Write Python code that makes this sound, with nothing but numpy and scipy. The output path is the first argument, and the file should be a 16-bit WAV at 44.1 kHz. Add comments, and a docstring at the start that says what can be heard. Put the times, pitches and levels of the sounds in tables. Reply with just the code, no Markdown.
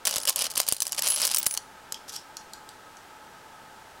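"""A quiet room, the microphone close to a ceramic pot in which fingers stir a heap of coins.
The coins knock and slide on each other, mostly damped by the heap; now and then one comes free and
rings until it is touched. The hollow of the pot colours the rattle, and a few sharp clinks overload
the microphone with a low thump. The hand moves off with a few coins clicking in it, farther from
the microphone and with more of the room, and a fan hums on."""
import sys
import numpy as np
from scipy import signal
from scipy.fft import rfft, irfft, next_fast_len
from scipy.io import wavfile

SR = 44100
rng = np.random.default_rng(int(sys.argv[2]) if len(sys.argv) > 2 else 0)


def wrap_up_sound(samples):
    """Save the sound to the file named by the first command line argument, as 16-bit audio."""
    columns = np.atleast_2d(samples).T
    # keep every value between -1 and 1, then stretch to whole-number steps
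    tamed = np.clip(columns, -1, 1)
    steps = np.round(tamed * 32767).astype(np.int16)
    wavfile.write(sys.argv[1], SR, steps)


N = 176400


def coins_in_pot():
    """Close up: the stirred heap, and the hollow of the pot answering it."""
    # coin knocks on coin: t/s, level/dB
    hits = [(0.0528, -12.5), (0.0563, -16.5), (0.0705, -11), (0.0748, -10), (0.092, -19), (0.11, -15),
            (0.1295, -38), (0.1394, -18.5), (0.1591, -13.5), (0.1656, -14.5), (0.1823, -17), (0.2245, -41),
            (0.2327, -23.5), (0.2536, -18), (0.2737, -16), (0.2788, -12), (0.2868, -13.5), (0.2908, -14),
            (0.2953, -3), (0.3038, -13.5), (0.3598, -9), (0.391, -16), (0.4204, -13.5), (0.4417, -16),
            (0.4535, -24), (0.4662, -20), (0.5055, -29), (0.5163, -27.5), (0.5379, -31), (0.5576, -19.5),
            (0.5769, -2.5), (0.6011, 1.5), (0.6062, -13), (0.6155, -11), (0.6663, -19), (0.6785, -16),
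            (0.6872, 1.5), (0.6888, -14), (0.7145, -15.5), (0.7239, 1), (0.7335, -7.5), (0.7455, -15),
            (0.7657, -15), (0.7691, -25), (0.8035, -5), (0.8193, -17), (0.821, -2), (0.8284, -11),
            (0.8537, -20), (0.8675, -12), (0.8783, -17), (0.921, -14), (0.929, -18), (0.9467, -23.5),
            (0.9925, -12.5), (1.0217, -12.5), (1.0373, -28), (1.0552, -24), (1.0703, -13), (1.076, -11.5),
            (1.086, -12.5), (1.1016, -18), (1.1205, -16), (1.1612, -15.5), (1.2051, -18), (1.217, -10),
            (1.2302, -29), (1.2515, -8), (1.2565, -18), (1.2693, -14), (1.2757, -15), (1.3141, -13.5),
            (1.3463, -4), (1.3619, -8), (1.3697, -9), (1.3836, -7), (1.4295, -16.5), (1.4441, -29),
            (1.4581, -22), (1.4641, -7), (1.4677, -0.5), (1.5105, -14), (1.5395, -15.5), (1.5495, -22),
            (1.5745, -13), (1.9226, -17)]
    # coins pushed over each other: start t/s, end t/s, level/dB
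    pushes = [(.056, .082, -27), (0.08, 0.133, -35), (0.137, 0.185, -34.5), (.266, .304, -27),
              (0.364, .385, -29.5), (0.395, 0.423, -26), (0.434, 0.468, -33), (0.566, 0.603, -24),
              (0.617, .635, -33), (.678, .706, -29), (0.716, 0.744, -44), (0.974, .992, -29.5),
              (1.03, 1.069, -28.5), (1.067, 1.145, -33.5), (1.159, 1.21, -29.5), (1.218, 1.257, -25.5),
              (1.272, 1.339, -31.5), (1.337, 1.437, -38.5)]
    # bright, pitched chinks: t/s, level/dB, f/Hz
    square_hits = [(.2868, -15.5, 5280), (.2953, -29, 5500), (.821, -10.5, 6100), (1.2302, -16.5, 5300)]
    # spectrum of the clinks: f/Hz, level/dB
    clink_colour = [(60, -24), (400, -15), (700, -7), (2000, -4), (3500, -0.5), (5000, 4.5), (7000, 2),
                    (9500, 2.5), (16000, -9.5)]
    # spectrum of the sliding: f/Hz, level/dB
    slide_colour = [(60, -42.5), (190, -11.5), (400, -22.5), (560, -12), (1400, -7), (2000, -9),
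                    (2900, -2.5), (3700, -4), (5000, 2), (7000, -5.5), (10500, -2.5), (16000, -24)]
    # resonances of pot and heap: f/Hz, width/Hz, starting level/dB over the direct sound
    pot_modes = [(532, 130, 11.5), (587, 13, 12), (1045, 94, 4.5), (2980, 360, 1.5)]
    hollow_db_per_s = -6.5   # the pot answers less as the hand works its way out
    coins = free_rings() + chinks(square_hits)
    coins += coloured(slides(pushes, contacts_per_s=850), slide_colour)
    coins += coloured(clinks(hits) + clinks(heap_ticks()), clink_colour)
    hollow = sum(from_db(db) * resonance(coins, hz, width) for hz, width, db in pot_modes)
    return coins + from_db(hollow_db_per_s * np.arange(N) / SR) * hollow


def clinks(rows):
    """Coin strikes coin: a burst of chatter through the heap and a cluster of damped coin modes."""
    split_hz, mode_t60_s, mode_db, trim_db = 7600, 0.039, -16, -5
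    middle_blow_db, treble_db_per_db, treble_spread_db = -26, 0.35, 3.5   # harder knocks are brighter
    out, t = np.zeros(N), seconds(.05)
    envelope = dying(t - 0.00052, t60=0.012)   # holds for half a millisecond
    bands = [signal.butter(3, split_hz, kind, fs=SR, output="sos") for kind in ("low", "high")]
    for s, db, *_ in rows:
        chatter = rng.standard_normal(len(t)) * envelope
        chatter *= np.sqrt(np.sum(envelope ** 2) / np.sum(chatter ** 2))
        hz = rng.uniform(4092, 15305, size=(12, 1))
        t60 = mode_t60_s * rng.uniform(0.15, 1, size=(12, 1))
        modes = (np.sin(2 * np.pi * hz * t) * dying(t, t60)).sum(axis=0)
        mids, treble = (signal.sosfilt(band, chatter + from_db(mode_db) * modes) for band in bands)
        treble_db = treble_db_per_db * (db - middle_blow_db)
        bright = from_db(treble_db - treble_spread_db * rng.standard_normal())
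        clink = (mids + bright * treble) * np.sqrt(2 / (1 + bright ** 2))
        add(out, s, from_db(db + trim_db) * clink)
    return out


def slides(rows, contacts_per_s):
    """Milled rims and faces rub: each push is a run of tiny uneven contacts that set coins ringing."""
    attack_s, release_s, swell_db = 0.0034, 0.0048, 3
    contact_t60_s, contact_spread_db, mode_db = 0.0064, 3, -6
    firm_push_db = -29   # contacts_per_s holds at this level; firmer pushes crowd the contacts
    out, t = np.zeros(N), seconds(.2)
    for start, end, db in rows:
        rate = contacts_per_s * from_db(db - firm_push_db)
        sizes = from_db(contact_spread_db * np.minimum(rng.exponential(1, len(t)), 2))
        contacts = (rng.random(len(t)) < rate / SR) * sizes
        power = signal.lfilter([1], [1, -dying(1 / SR, contact_t60_s) ** 2], contacts ** 2 + 1e-18)
        rub = np.sqrt(power) * rng.standard_normal(len(t))
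        modes = sum(resonance(rub, hz, width_hz=80) for hz in rng.uniform(4060, 11000, size=6))
        length = max(end - start, attack_s)
        swell = from_db(swell_db * (np.minimum(t / length, 1) - 1))   # pressure builds through the push
        push = np.minimum(t / attack_s, 1) * swell * np.exp(-np.maximum(t - length, 0) / release_s)
        add(out, start, from_db(db) * push * rms_one(rub + from_db(mode_db) * modes))
    return out


def free_rings():
    """A loose coin sings on beating modes and buzzes on its neighbours; a touch leaves a faint ring."""
    # coins coming free: t/s, f/Hz, level/dB, T60/s, time until touched/s
    freed = [(.2245, 10450, -35, .12, .035), (.392, 10250, -30, .12, .025), (.7239, 9207, -10, .04, .02),
             (.8035, 9800, -25, .07, .017), (1.037, 10850, -30, .16, .06), (1.086, 10180, -28, .35, .11),
             (1.1016, 10589, -20, .3, .09), (1.3836, 15522, -23, .25, .02), (1.4677, 9815, -24, .45, .072)]
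    twin_gap_hz, twin_db = 23.9, -5.5   # a coin's modes come in close pairs
    touch_t60_s, linger_db, buzz_per_swing = .012, -17, 3.7
    out, t = np.zeros(N), seconds(.4)
    for s, hz, db, t60, free_s in freed:
        twin = from_db(twin_db) * np.sin(2 * np.pi * (hz + twin_gap_hz * rng.uniform(0.72, 1)) * t)
        touch = np.maximum(dying(t - free_s, touch_t60_s), from_db(linger_db))
        swing = from_db(db) * dying(t, t60) * touch
        buzz = buzz_per_swing * swing * rms_one(low_pass(rng.standard_normal(len(t)), hz=4500))
        add(out, s, swing * (coin_tone(t, hz) + twin) * (1 + buzz))
    return out


def chinks(rows):
    """A squarely struck coin answers with a short tone."""
    out, t = np.zeros(N), seconds(.1)
    for s, db, hz in rows:
        add(out, s, from_db(db) * coin_tone(t, hz) * dying(t, t60=0.025))
    return out


def coin_tone(t, hz):
    """A coin's main mode and, if it lies below half the sample rate, the next one up."""
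    upper_hz = 1.587 * hz
    overtone = (upper_hz < SR / 2) * from_db(-15) * np.sin(2 * np.pi * upper_hz * t)
    return np.sin(2 * np.pi * hz * t) + overtone


def overload_thumps():
    """Low thumps of the microphone overloading on sharp clinks."""
    # microphone overloads: t/s, level/dB
    overloads = [(0.1665, -24.5), (0.687, -22.5), (0.7241, -10.5), (1.4676, -15), (1.9226, -36)]
    pulses, t = np.zeros(N), seconds(.02)
    for s, db in overloads:
        add(pulses, s, -from_db(db) * dying(t, t60=0.0029))
    return low_pass(pulses, hz=1500) + from_db(2) * resonance(pulses, hz=820, width_hz=840)


def heap_ticks():
    """The heap shifts in faint random ticks while the hand is in it; rows of t/s, level/dB."""
    hand_in_s, hand_out_s, ticks_per_s, tick_db, spread_db = 0.066, 1.58, 100, -32, 6
    gap_draws, level_draws = rng.random((400, 2)).T
    times = hand_in_s + np.cumsum(-np.log(1 - gap_draws)) / ticks_per_s
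    levels = tick_db + spread_db * (2 * level_draws - 1)
    return [(s, db) for s, db in zip(times, levels) if s < hand_out_s]


def coins_in_hand():
    """Farther off: a few coins click and slither softly in the hand as it moves away."""
    # clicks in the hand: t/s, level/dB, f/Hz
    clicks = [(1.9439, -27, 3250), (2.1635, -25, 5560), (2.369, -26, 4400), (2.5343, -28.5, 4300),
              (2.6903, -35, 8300), (2.9697, -40, 6000)]
    # slips in the hand: start t/s, end t/s, level/dB
    slips = [(2.078, 2.1, -39), (2.12, 2.163, -38.5)]
    # spectrum of both at that distance: f/Hz, level/dB
    far_colour = [(1500, -25), (3000, -5.5), (4300, -3), (5600, 1), (6500, -2.5), (8000, -4.5),
                  (9300, -7.5), (12400, -8.5), (15000, -22)]
    rattle = clinks(clicks) + slides(slips, contacts_per_s=6800)
    return coloured(rattle, far_colour) + from_db(-6.5) * chinks(clicks)


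def room(x):
    """The walls return a short, duller diffuse tail."""
    t, delay_s = seconds(.6), 0.0054
    tail = low_pass(rng.standard_normal(len(t)), hz=6900, order=1) * dying(t, t60=0.22) * (t > delay_s)
    return signal.fftconvolve(x, tail / np.sqrt(np.sum(tail ** 2)))[:N]


def fan():
    """Room tone: a fan's steady rush of air with a few narrow resonances."""
    # fan resonances: f/Hz, width/Hz, level/dB
    fan_modes = [(866.7, 56, -53.5), (1285, 25, -57.5), (1598, 64, -63.5), (8000, 150, -76)]
    # spectrum of the moving air: f/Hz, level/dB
    air_colour = [(25, -3.5), (430, 1), (700, 1), (1050, -3.5), (1600, 1.5), (2100, -6), (3000, -7),
                  (4000, -9.5), (8000, -14), (16000, -22)]
    hum = sum(from_db(db) * rms_one(resonance(rng.standard_normal(N), hz, width))
              for hz, width, db in fan_modes)
    return hum + from_db(-51.5) * coloured(rng.standard_normal(N), air_colour)


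def from_db(db):
    """Decibels to gain."""
    return 10 ** (np.asarray(db) / 20)


def rms_one(x):
    """Scale to unit rms."""
    return x / np.sqrt(np.mean(x ** 2) + 1e-20)


def seconds(length):
    """Time axis of the given length."""
    return np.arange(int(length * SR)) / SR


def dying(t, t60):
    """1 before time zero, then a decay of 60 dB every t60 seconds."""
    return np.exp(-np.log(1000) * np.maximum(t, 0) / t60)


def add(out, s, sound):
    """Mix a sound in at time s."""
    i = max(int(s * SR), 0)
    out[i:i + len(sound)] += sound[:N - i]


def coloured(x, points):
    """Causal (minimum-phase) filter that follows a spectrum and keeps the power of white noise."""
    size = next_fast_len(N + SR // 2) // 2 * 2
    hz, db = np.transpose(points)
    bin_hz = np.fft.rfftfreq(size, 1 / SR)
    gain = rms_one(from_db(np.interp(np.log(bin_hz + 1), np.log(hz), db)))
    cepstrum = irfft(np.log(gain))
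    cepstrum[1:size // 2] *= 2
    cepstrum[size // 2 + 1:] = 0
    return irfft(rfft(x, size) * np.exp(rfft(cepstrum)))[:N]


def low_pass(x, hz, order=2):
    """Butterworth low-pass."""
    return signal.sosfilt(signal.butter(order, hz, fs=SR, output="sos"), x + 1e-18)


def resonance(x, hz, width_hz):
    """Two-pole resonance with gain 1 at its peak."""
    r = np.exp(-np.pi * width_hz / SR)
    feedback = [1, -2 * r * np.cos(2 * np.pi * hz / SR), r * r]
    return signal.lfilter(np.array([1, 0, -1]) * (1 - r * r) / 2, feedback, x + 1e-18)


def scene():
    """One microphone: the pot close by, the hand farther off with more of the room, the fan behind."""
    hum = fan()
    far = coins_in_hand()
    near = coins_in_pot() + overload_thumps()
    walls = room(from_db(-20) * near + from_db(-9) * far)
    return (near + far + walls + hum)[None]


def record(dry):
    """A quick limiter ducks after the hardest knocks, peaks are rounded, and the top is cut steeply."""
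    limit_db, attack_s, recovery_db_per_s = -12, 0.00025, 65
    ceiling, cutoff_hz = 0.81, 15850
    pole = np.exp(-1 / (attack_s * SR))
    power = signal.lfilter([1 - pole], [1, -pole], dry ** 2)
    over_db = np.maximum(10 * np.log10(power + 1e-12) - limit_db, 0)
    recovery_db = recovery_db_per_s * np.arange(N) / SR
    duck_db = np.maximum.accumulate(over_db + recovery_db, axis=1) - recovery_db
    rounded = ceiling * np.tanh(dry * from_db(-duck_db) / ceiling)
    return signal.sosfilt(signal.ellip(10, .1, 80, cutoff_hz, fs=SR, output="sos"), rounded)


dry = scene()
out = record(dry)
wrap_up_sound(out)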